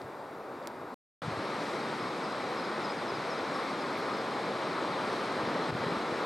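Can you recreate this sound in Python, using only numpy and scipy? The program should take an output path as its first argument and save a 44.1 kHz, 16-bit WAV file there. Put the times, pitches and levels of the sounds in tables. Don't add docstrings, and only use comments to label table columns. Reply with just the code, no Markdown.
import sys
import numpy as np
from scipy import signal
from scipy.io import wavfile
from scipy.ndimage import uniform_filter1d

SR = 44100
rng = np.random.default_rng(int(sys.argv[2]) if len(sys.argv) > 2 else 0)


def attenuation_scalar(level_db):
    decades = np.asarray(level_db, float) / 20
    return 10 ** decades


def waveform_to_disk(signal):
    frames = np.transpose(np.atleast_2d(signal))
    scaled = np.clip(frames, -1, 1) * 32767
    samples = np.round(scaled).astype(np.int16)
    wavfile.write(sys.argv[1], SR, samples)


N = 275625
CUT_S, RESUME_S = .9428, 1.2187


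def evened(x):
    return x / np.sqrt(np.mean(abs(x) ** 2) + 1e-20)


def read(points, hz):
    f, value = np.transpose(points)
    return np.interp(np.log(hz + 1), np.log(f + 1), value)


def add(mix, s, sound):
    part = mix[..., round(s * SR):][..., :sound.shape[-1]]
    part += sound[..., :part.shape[-1]]


def control(points):
    s, db = np.transpose(points)
    return np.interp(np.arange(N) / SR, s, db)


def bump(s, rise, fall):
    t = np.arange(N) / SR - s
    return np.exp(-np.where(t < 0, (t / rise) ** 2, t / fall))


# (frequency [Hz], likeness [0-1])
CHANNEL_LIKENESS = [(60, 1), (290, 1), (640, 1), (1100, 0.96), (2000, 0.89), (3100, .92), (6400, 0.93),
                    (7000, 0.96), (10000, .999), (10600, 0.89), (15000, 0.63)]
# (frequency [Hz], left minus right [dB])
PORT_TILT = [(60, 0.0), (130, 0.0), (290, 0.5), (640, 0.5), (1410, 2.0), (3100, 1.0), (6820, 0.5),
             (15000, 0.0)]
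# (frequency [Hz], left leads by [radians])
PORT_LEAD = [(200, 0), (500, 0.18), (1030, 0.39), (2000, 0.12), (3450, -.1), (5250, .1), (6630, 0)]


def wash(colour, lo_hz, hi_hz, patchy_db, flicker_db, size=1024):
    frames, hz = 4 * N // size + 5, np.fft.rfftfreq(size, 1 / SR)
    a, b, c, d, patches = rng.standard_normal((frames, len(hz), 5)).T
    flicker = evened(uniform_filter1d(patches[0], size=2))
    patches = uniform_filter1d(patches, size=12, axis=0)
    patches = evened(uniform_filter1d(patches, size=10, axis=1))
    same = np.clip(read(CHANNEL_LIKENESS, hz), 0, 1)[:, None]
    left = a + 1j * b
    right = same * left + np.sqrt(1 - same ** 2) * (c + 1j * d)
    port = (attenuation_scalar(read(PORT_TILT, hz) / 2) * np.exp(.5j * read(PORT_LEAD, hz)))[:, None]
    shape = attenuation_scalar(read(colour, hz)) * (hz > colour[0][0] / 2)
    drift = attenuation_scalar(patchy_db * patches + flicker_db * flicker)
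    z = np.array([left * port, right / port]) * shape[:, None] * drift
    band = (hz > lo_hz) & (hz < hi_hz)
    whole_to_band = np.sqrt(np.sum(shape ** 2) / np.sum(shape[band] ** 2))
    noise = signal.istft(z, nperseg=size, noverlap=3 * size // 4)[1][:, :N]
    return whole_to_band * evened(noise)


# (time [s], lift [dB], rise [s])
SPLASHES = [
    (.02, 3.5, .03),
    (1.3, -0.5, .05),
    (1.72, 2.5, 0.17),
    (3.6, 1.5, .08),
    (4.03, 0.5, .1),
    (5.17, 2, .1),
    (5.72, 1.5, .05),
    (6.02, 1, .05),
]


def surf(roar, fizz, swell, foam_db, follow):
    body = wash(roar + [(7500, -65)], 300, 2240, patchy_db=0.53, flicker_db=0.18)
    foam = wash([(3500, -35.5)] + fizz, 5390, 11000, patchy_db=-1.0, flicker_db=0.0)
    sea_db = control(swell)
    lift_db = sum(db * bump(s, rise, 1.2 * rise) for s, db, rise in SPLASHES)
    fizz_db = foam_db + follow * (sea_db - np.mean(swell, axis=0)[1]) + lift_db
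    return attenuation_scalar(sea_db) * body + attenuation_scalar(fizz_db) * foam


# (frequency [Hz], level [dB per Hz])
COVE_ROAR = [(29, -66), (50, -74), (101, -22), (157, -5.5), (248, -2.5), (378, 0), (542, -1), (690, -4),
             (1230, -3.5), (1600, -10), (2290, -13), (2800, -20.5), (4100, -17.5), (5110, -31), (6000, -35),
             (7800, -54), (13200, -120)]
# (frequency [Hz], level [dB per Hz])
COVE_FIZZ = [(2650, -39), (4500, -2.5), (5170, -2), (6040, -10.5), (6900, -11), (7400, -14), (7750, -13.5),
             (7950, -10), (8250, -12), (8550, -13.5), (9000, -14), (11000, -23), (14600, -30), (15500, -34)]
# (time [s], roar level [dB])
COVE_SWELL = [(1.22, -38), (1.42, -35.5), (1.67, -35), (2.3, -35.5), (2.95, -35), (3.06, -35.5),
              (3.15, -35), (3.6, -34.5), (4.3, -34.6), (5.0, -33.5), (5.4, -33), (6.25, -33.5)]


def rocky_cove():
    return surf(COVE_ROAR, COVE_FIZZ, COVE_SWELL, foam_db=-60, follow=.33)


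# (frequency [Hz], level [dB per Hz])
BAY_ROAR = [(29, -70.5), (50, -58), (93, -19), (300, -4.5), (450, -3.5), (730, -5.5), (1310, -9),
            (1700, -17), (2260, -22.5), (3100, -32.5), (3800, -28), (4700, -38), (5800, -38.5)]
# (frequency [Hz], level [dB per Hz])
BAY_FIZZ = [(2650, -25.5), (4500, 0), (4890, -0.5), (5770, -10.5), (6200, -7), (7950, -6), (14300, -14),
            (15500, -21)]
# (time [s], roar level [dB])
BAY_SWELL = [
    (0, -42.5),
    (.3, -42.5),
    (.6, -42),
    (.94, -42.5),
]


def far_bay():
    return surf(BAY_ROAR, BAY_FIZZ, BAY_SWELL, foam_db=-72, follow=.4)


# (frequency [Hz], level [dB per Hz])
RUMBLE = [(20, -33), (45, -23), (80, -3), (130, 16), (200, -6), (350, -27.5), (600, -46)]
# (time [s], rumble level [dB])
GUSTS = [(.045, -50), (.5, -60), (.79, -55.5), (1.28, -40.5), (1.38, -57), (2.05, -50.5), (2.33, -48.5),
         (2.98, -58), (3.13, -44), (4.12, -47.5), (4.33, -55), (4.89, -54), (5.3, -48), (5.45, -57),
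         (5.72, -40), (5.85, -50)]
# (time [s], peak level [dB], pitch [Hz])
THUMPS = [(.037, -44, 105), (1.223, -42, 120), (1.248, -37, 140), (1.281, -27, 160), (1.324, -39, 100),
          (1.343, -41, 130), (1.377, -40, 120), (1.387, -38, 110), (5.39, -44, 85), (5.437, -39, 110),
          (5.476, -38, 140), (5.706, -36, 120), (5.808, -38, 120), (5.97, -39, 85), (6.07, -36, 190),
          (5.699, -30, 160), (5.727, -27, 115), (5.752, -26, 180), (5.868, -29, 165), (5.921, -28, 175),
          (6.125, -33, 165)]


def wind():
    breeze_db, gust_rise_s, gust_fall_s = -65, .033, .055
    blow = attenuation_scalar(breeze_db) + sum(attenuation_scalar(db) * bump(s, gust_rise_s, gust_fall_s) for s, db in GUSTS)
    out = attenuation_scalar(-4.5) * blow * wash(RUMBLE, 30, 130, patchy_db=-0.5, flicker_db=1.0, size=2048)
    t = np.arange(-.012, .06, 1 / SR)
    swell = np.where(t < 0, np.exp(-(t / .004) ** 2), np.exp(-t / .0073))
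    for s, db, hz in THUMPS:
        port_db = db + np.array([[1.1], [-1.1]])
        add(out, s + t[0], attenuation_scalar(port_db) * swell * np.cos(2 * np.pi * hz * t))
    wind_cut = signal.butter(2, 80, "highpass", fs=SR, output="sos")
    return signal.sosfilt(wind_cut, out)


def note(length, start_hz, rest_hz, db):
    t = np.arange(0, length, 1 / SR)
    kept = .14
    hz = rest_hz + (start_hz - rest_hz) * (kept + (1 - kept) * np.exp(-t / .0115))
    swell = np.sin(np.pi * t / length) ** .4
    return np.sqrt(2) * attenuation_scalar(db) * swell * np.sin(2 * np.pi * np.cumsum(hz) / SR)


# (time [s], first note [s], start pitch [Hz], first level [dB], second level [dB])
CHIRPS = [
    (1.996, .044, 5500, -56, -62),
    (2.238, .04, 5520, -56.5, -57),
    (2.566, .046, 5500, -55.5, -52),
    (2.836, .035, 5270, -48, -48),
    (3.078, .038, 5420, -52, -49.5),
    (3.297, .048, 5900, -51, -54),
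    (3.538, .03, 5720, -52.5, -99),
    (3.807, .022, 5150, -53.5, -99),
    (4.133, .026, 5230, -54, -54.5),
]


def bird():
    out = np.zeros(N)
    pause_s = .022
    for s, length, start_hz, db, second_db in CHIRPS:
        add(out, s, note(length, start_hz, 4920, db))
        add(out, s + length + pause_s, note(.03, 5065, 4975, second_db))
    t = np.arange(4000) / SR
    blur = rng.standard_normal((1, len(t))) * attenuation_scalar(-60 * t / .1)
    blur /= np.linalg.norm(blur[0])
    direct = out * attenuation_scalar(np.array([[.4], [-.4]]))
    return direct + attenuation_scalar(-17) * signal.fftconvolve(out[None], blur, axes=1)[:, :N]


# (centre [Hz], width [Hz])
GRIP, SHELL, SEAM, BUTTON = (2200, 400), (4200, 1900), (8900, 3000), (11400, 3600)
# (centre [Hz], width [Hz], peak level [dB])
CLICK = [
    (5500, 8600, -26),
    (4000, 2400, -33),
    (7000, 500, -46),
    (2000, 1800, -33),
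    (11200, 1500, -41),
    (14300, 2500, -48),
]
# (time [s], peak level [dB], part)
SNAPS = [(.017, -41, SHELL), (.02, -52, SEAM), (.628, -48, SHELL), (.636, -48, SHELL), (.6573, -42, GRIP),
         (1.857, -56, BUTTON), (3.909, -50, BUTTON), (3.954, -33, GRIP), (3.955, -52, SEAM),
         (3.969, -35, GRIP), (4.15, -35, GRIP), (5.706, -54, SEAM)]


def ticks():
    click_s, rebound_s, rebound_db = .6731, .0068, -21
    creak_s, slip_s, creak_db, fade_db = 3.9763, .0059, -42, -.7
    click = [(click_s, db, (hz, width)) for hz, width, db in CLICK]
    rebound = [(click_s + rebound_s, CLICK[0][2] + rebound_db, part) for part in (SHELL, BUTTON)]
    creak = [(creak_s + k * slip_s, creak_db + k * fade_db - 4 * (k % 3 > 0), BUTTON) for k in range(7)]
    rows = click + rebound + creak + SNAPS
    out, t = np.zeros((2, N)), np.arange(400) / SR
    for s, db, (hz, width) in rows:
        edges = np.clip([hz - width / 2, hz + width / 2], 300, 18000)
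        snap = (t == 0) + rng.standard_normal(400) * attenuation_scalar(-21 - 60 * t / .009)
        ring = signal.sosfilt(signal.butter(2, edges, "bandpass", fs=SR, output="sos"), snap)
        ring /= abs(ring).max()
        in_cove = s > CUT_S
        pan_db = -.5 if in_cove else -4.5
        late_s = (in_cove and hz > 5000) / SR
        add(out[0], s, ring * attenuation_scalar(db + pan_db / 2))
        add(out[1], s + late_s, ring * attenuation_scalar(db - pan_db / 2))
    return out


def scene():
    first = np.arange(N) < CUT_S * SR
    return np.where(first, far_bay(), rocky_cove()) + wind() + bird() + ticks()


# (time [s], depth [dB], recovery [s])
DUCKS = [
    (5.708, 8, .03),
    (6.03, 2, .05),
]


def gain_control(dry):
    t = np.arange(N) / SR
    duck_db = sum(db * np.exp(-np.maximum(t - s, 0) / back) * (t > s) for s, db, back in DUCKS)
    return dry * attenuation_scalar(-uniform_filter1d(duck_db, size=100))


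# (shared level [dB], level opposed in the channels [dB])
HISS_DB = [
    (-73.5, -73),
    (-80, -90),
]


def amplifier_hiss():
    treble = signal.butter(8, 10300, "highpass", fs=SR, output="sos")
    shared, opposed = signal.sosfilt(treble, rng.standard_normal((2, N)))
    opposed = opposed * np.array([[1], [-1]])
    return [attenuation_scalar(shared_db) * shared + attenuation_scalar(opposed_db) * opposed for shared_db, opposed_db in HISS_DB]


def band_limit(bay, cove):
    wide, narrow = [signal.firwin(1023, hz, window=("kaiser", 9), fs=SR)[None] for hz in (15730, 15170)]
    open_share, block = .14, 1024
    opened = np.repeat(rng.random(N // block + 1) < open_share, block)[:N]
    opened = uniform_filter1d(uniform_filter1d(1. * opened, size=500), size=500)
    top = opened * signal.oaconvolve(cove, wide - narrow, "same")
    return signal.oaconvolve(bay, wide, "same"), signal.oaconvolve(cove, narrow, "same") + top


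def top_cut(x):
    return signal.sosfilt(signal.butter(12, 16030, fs=SR, output="sos"), x)


def record(dry):
    t = np.arange(N) / SR
    ducked = gain_control(dry)
    bay_hiss, cove_hiss = amplifier_hiss()
    bay, cove = band_limit(ducked + bay_hiss, ducked + cove_hiss)
    joined = bay * (t < CUT_S) + cove * (t > RESUME_S)
    return top_cut(joined)


dry = scene()
out = record(dry)
waveform_to_disk(out)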